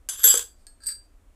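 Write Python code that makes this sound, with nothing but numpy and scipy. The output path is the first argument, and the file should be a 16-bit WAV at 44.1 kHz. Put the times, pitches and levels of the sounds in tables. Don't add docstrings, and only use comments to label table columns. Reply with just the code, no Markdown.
import sys
import numpy as np
from scipy import signal
from scipy.fft import rfft, irfft
from scipy.io import wavfile

SR = 44100
rng = np.random.default_rng(int(sys.argv[2]) if len(sys.argv) > 2 else 0)


def transcribe(signal):
    frames = np.atleast_2d(signal).T
    limited = np.clip(frames, -1, 1)
    pcm = np.round(limited * 32767).astype(np.int16)
    wavfile.write(sys.argv[1], SR, pcm)


N = 59535

# (frequency [Hz], relative level [dB], t60 [s])
CHISEL_MODES = [
    [1550, 1680, 3345, 3606, 6314, 7415, 7738, 11590, 11724, 12957, 13294, 14812],
    [-20, -24, -20, -19, -14, -5, -11, 0, -5, -18, -19, -19],
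    [.1, .1, .15, .14, .11, .16, .1, .14, .13, .12, .13, .12],
]
LONG_BIT_MODES = [
    [2975, 3312, 3530, 4877, 7416, 7455, 7845, 7873, 9598, 11234, 11586, 12750, 13980, 14798],
    [-24, -14, -21, -18, 0, -6, -10, -3, -21, -20, -13, -26, -21, -16],
    [.16, .14, .2, .17, .14, .19, .14, .17, .15, .11, .15, .1, .18, .11],
]
THIN_BIT_MODES = [
    [1560, 3040, 3400, 4610, 4870, 6065, 6290, 7335, 7780, 7868, 9593, 9795, 11216, 12960],
    [-10, -14, -13, -14, -9, -6, -1, -2, -6, -2, -1, -1, -7, -15],
    [.11, .15, .18, .08, .14, .2, .12, .2, .14, .18, .14, .21, .11, .11],
]
SHORT_BIT_MODES = [
    [1340, 1605, 1672, 4222, 4680, 4712, 5070, 8070, 8252, 8472, 8890, 10330, 12805, 13560, 13640],
    [-32, -23, -30, -16, -12, -6, -23, -4, -4, 0, -18, -24, -18, -23, -25],
    [.13, .18, .2, .13, .13, .27, .1, .19, .12, .15, .12, .08, .16, .11, .11],
]
LOOSE_BIT_MODES = [
    [1668, 4344, 4460, 4640, 5010, 8253, 8457, 8800, 12850, 13600],
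    [-13, -4, -4, -6, -9, -5, -3, -9, -19, -18],
    [.15, .17, .07, .04, .05, .09, .28, .06, .18, .1],
]
CASE_MODES = [
    [290, 450, 478, 560, 1080, 1290, 1590],
    [-23, -4, -1, -12, -11, -8, -12],
    [.1, .11, .11, .08, .08, .09, .08],
]

# (time [s], crack level [dB], chisel [dB], long bit [dB], thin bit [dB])
BUNDLE_CONTACTS = [(.0884, -24.5, -38.5, -48, -30), (.0965, -24, -42.5, -38.5, -36.5),
                   (.1225, -40.5, -53, -49.5, -46), (0.136, -42, -50, -51, -51.5),
                   (.1745, -42.5, -44, -42.5, -58.5), (.1935, -34, -38, -49.5, -49.5),
                   (.1981, -43, -39, -51, -56.5), (.216, -52.5, -33, -45.5, -54.5),
                   (.2341, -22.5, -36.5, -26.5, -33.5), (.2382, -25.5, -19, -26.5, -27),
                   (.2418, -13, -6, -29, -31), (.2545, -18, -18.5, -22, -32), (.2635, -21, -21, -25, -34.5),
                   (.2725, -24, -22, -22, -35), (.2765, -20.5, -26, -11.5, -29.5),
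                   (.2875, -22, -34, -13, -35.5), (.3005, -24.5, -29, -35.5, -39),
                   (.3092, -23, -27, -19.5, -43.5), (.321, -26, -29.5, -23, -38.5),
                   (.3405, -19, -29.5, -21.5, -26), (.3535, -32.5, -30.5, -19, -25.5),
                   (.371, -31, -34, -30, -30.5), (.3748, -22, -43, -17, -32),
                   (.3935, -23.5, -35, -28.5, -62), (.409, -31, -57, -69, -67), (.4245, -53, -71, -36, -38)]
# (time [s], crack level [dB], ring level [dB], treble tilt [dB/octave])
SHORT_BIT_CONTACTS = [(.486, -74, -58.5, -3.5), (0.804, -61.5, -60, -10.5), (0.82, -75, -59.5, -8.5),
                      (0.836, -59, -41.5, -4), (0.8614, -41, -35, 1.5), (0.8681, -58, -22.5, 5.5),
                      (0.8881, -31, -38.5, -3), (0.9026, -45, -46.5, -8), (0.9205, -43, -41.5, -2),
                      (.9505, -56, -72, 27), (0.952, -50.5, -55, -1)]
# (time [s], level [dB])
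CASE_KNOCKS = [(0.2409, -31), (0.277, -42), (0.3414, -27.5), (0.393, -41.5)]
# (time [s], change [dB])
RING_STEPS = [(.298, 5.5), (.328, -1), (.356, -12.5), (.382, -12), (.397, -22), (.428, -24)]
# (start [s], length [s], level [dB])
BUNDLE_SCRAPES = [(0.092, 0.084, -43), (.176, .06, -42.5), (.236, 0.11, -29.5), (0.34, 0.091, -39)]
# (start [s], length [s], level [dB])
SMALL_BIT_SLIDES = [(.565, 0.09, -71), (.815, 0.11, -54.5), (.862, 0.072, -46), (1.025, 0.045, -71.5)]

# (frequency [Hz], relative level [dB])
BUNDLE_CRACK_COLOUR = [(50, -52), (350, -23.5), (550, -21), (750, -21.5), (1100, -13), (1500, -6.5),
                       (2200, -11), (3400, -6), (5200, -8), (6800, -0.5), (7600, 12), (8800, -1),
                       (10500, -9.5), (11800, -1), (13500, -14.5), (15500, -24.5)]
# (frequency [Hz], relative level [dB])
SMALL_BIT_COLOUR = [(200, -9.5), (1000, -26), (1600, -6.5), (3200, -17), (4600, 3), (6200, -12),
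                    (7400, -1.5), (8400, 6.5), (9500, -5.5), (11800, -12), (13500, -11), (15000, -28)]
# (frequency [Hz], relative level [dB])
RUB_COLOUR = [(50, -40.5), (500, -11), (750, -17.5), (1150, -2.5), (1350, -3.5), (1600, 3), (1950, -12),
              (2600, -8.5), (3450, 7), (4200, -9.5), (4900, 0), (5600, -10.5), (7600, 6.5), (8800, -8),
              (10500, -7.5), (11700, -1.5), (13500, -16), (15500, -19)]
# (frequency [Hz], relative level [dB])
THUD_COLOUR = [(40, -26), (150, -12), (300, -9), (480, 1), (750, -7), (1250, -3), (2500, -14), (8000, -35)]
# (frequency [Hz], relative level [dB])
AIR_COLOUR = [(12, -31), (20, 5), (70, -1), (140, -26), (274, -18), (478, -25), (597, -23), (881, -29),
              (1100, -28.5), (1670, -32.5), (2540, -36.5), (4680, -42), (5690, -41.5), (8170, -37.5),
              (15500, -48)]

AIR_DB = -54.5
ROOM_T60_S, ROOM_DB, ROOM_GAP_S = .23, -8.5, .003
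SCRAPE_GRAIN_S, SCRAPE_ROUGH_DB = .0012, -.5
CRACK_T60_S, CHATTER_T60_S, CHATTER_DB = .017, .12, -14
THUD_T60_S, THUD_DB = .025, -4
STRIKE_SCATTER_DB = .48
DETUNE = .0016
RING_STEP_TIME_S = .008
NUDGE_S, NUDGE_CRACK_DB, NUDGE_RING_DB = .668, -43, -49
CEILING, TOP_HZ = .92, 15450


def undb(db):
    return 10 ** (np.asarray(db) / 20)


def fade(t60):
    return np.exp(-np.log(1000) * np.arange(N) / SR / max(t60, 1e-3))


def noise(colour):
    hz, db = np.array(colour).T
    bins_hz = np.fft.rfftfreq(N, 1 / SR)
    gain = undb(np.interp(np.log(bins_hz + 1), np.log(hz), db))
    y = irfft(rfft(rng.standard_normal(N)) * gain, N)
    return y / y.std()


def add(out, start_s, x):
    i = int(start_s * SR)
    out[i:] += x[:N - i]


def ring(modes, times, dbs, tilts_db=0, steps=()):
    hz, db, t60 = np.array(modes)
    scatter, side, detune = rng.standard_normal((3, len(times), len(hz)))
    tilt_db = np.outer(tilts_db, np.log2(hz / np.median(hz)))
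    kicks = undb(db + dbs[:, None] + tilt_db + STRIKE_SCATTER_DB * scatter)
    decay = np.log(1000) / np.maximum(t60, 1e-3)
    poles = 2j * np.pi * hz * (1 + DETUNE * detune) - decay
    edges = np.append((times * SR).astype(int), N)
    out = np.zeros(N)
    state = np.zeros(len(hz), complex)
    for a, b, kick, pole, sign in zip(edges, edges[1:], kicks, poles, np.sign(side)):
        state = state + 1j * sign * kick * np.exp(1j * np.angle(state))
        t = np.arange(max(b - a, 0) + 1) / SR
        step_db = np.zeros(len(t))
        for start_s, change_db in steps:
            step_db += change_db * np.clip((a / SR + t - start_s) / RING_STEP_TIME_S, 0, 1)
        step_gain = undb(step_db - step_db[0])
        swing = state * np.exp(np.outer(t, pole)) * step_gain[:, None]
        out[a:b] = swing[:-1].real.sum(1)
        state = swing[-1]
    return out


def bursts(times, dbs, shape, colour):
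    power = np.zeros(N)
    for start_s, db in zip(times, dbs):
        add(power, start_s, (undb(db) * shape) ** 2)
    return np.sqrt(power) * noise(colour)


def cracks(times, dbs, colour):
    shape = fade(CRACK_T60_S) + undb(CHATTER_DB) * fade(CHATTER_T60_S)
    return bursts(times, dbs, shape, colour)


def air():
    return undb(AIR_DB) * noise(AIR_COLOUR)


def room(x):
    tail = np.zeros(N)
    add(tail, ROOM_GAP_S, rng.standard_normal(N) * fade(ROOM_T60_S))
    tail /= np.linalg.norm(tail)
    return x + undb(ROOM_DB) * signal.fftconvolve(x, tail)[:N]


def scrapes(strokes, colour):
    t = np.arange(N) / SR
    envelope = np.zeros(N)
    for start_s, length_s, db in strokes:
        progress = np.clip((t - start_s) / length_s, 0, 1)
        envelope += undb(db) * np.sqrt(np.sin(np.pi * progress))
    grain = (t / max(SCRAPE_GRAIN_S, 1 / SR)).astype(int)
    catches = rng.standard_normal(N)[grain]
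    return envelope * undb(SCRAPE_ROUGH_DB * catches) * noise(colour)


def loose_bit():
    times = np.array([NUDGE_S])
    crack = cracks(times, [NUDGE_CRACK_DB], SMALL_BIT_COLOUR)
    return crack + ring(LOOSE_BIT_MODES, times, np.array([NUDGE_RING_DB]))


def case():
    times, db = np.array(CASE_KNOCKS).T
    thuds = bursts(times, db + THUD_DB, fade(THUD_T60_S), THUD_COLOUR)
    return ring(CASE_MODES, times, db) + thuds


def short_bit():
    times, crack_db, ring_db, tilt_db = np.array(SHORT_BIT_CONTACTS).T
    crack = cracks(times, crack_db, SMALL_BIT_COLOUR)
    return crack + ring(SHORT_BIT_MODES, times, ring_db, tilt_db)


def bundle():
    times, crack_db, *ring_dbs = np.array(BUNDLE_CONTACTS).T
    out = cracks(times, crack_db, BUNDLE_CRACK_COLOUR)
    for modes, db in zip((CHISEL_MODES, LONG_BIT_MODES, THIN_BIT_MODES), ring_dbs):
        out += ring(modes, times, db, steps=RING_STEPS)
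    return out


def scene():
    sliding = scrapes(BUNDLE_SCRAPES, RUB_COLOUR) + scrapes(SMALL_BIT_SLIDES, SMALL_BIT_COLOUR)
    contacts = loose_bit() + case() + short_bit() + bundle()
    return (air() + room(sliding + contacts))[None]


def record(dry):
    rounded = CEILING * np.tanh(dry / CEILING)
    lowpass = signal.ellip(10, .2, 80, TOP_HZ, fs=SR, output="sos")
    return signal.sosfilt(lowpass, rounded)


dry = scene()
out = record(dry)
transcribe(out)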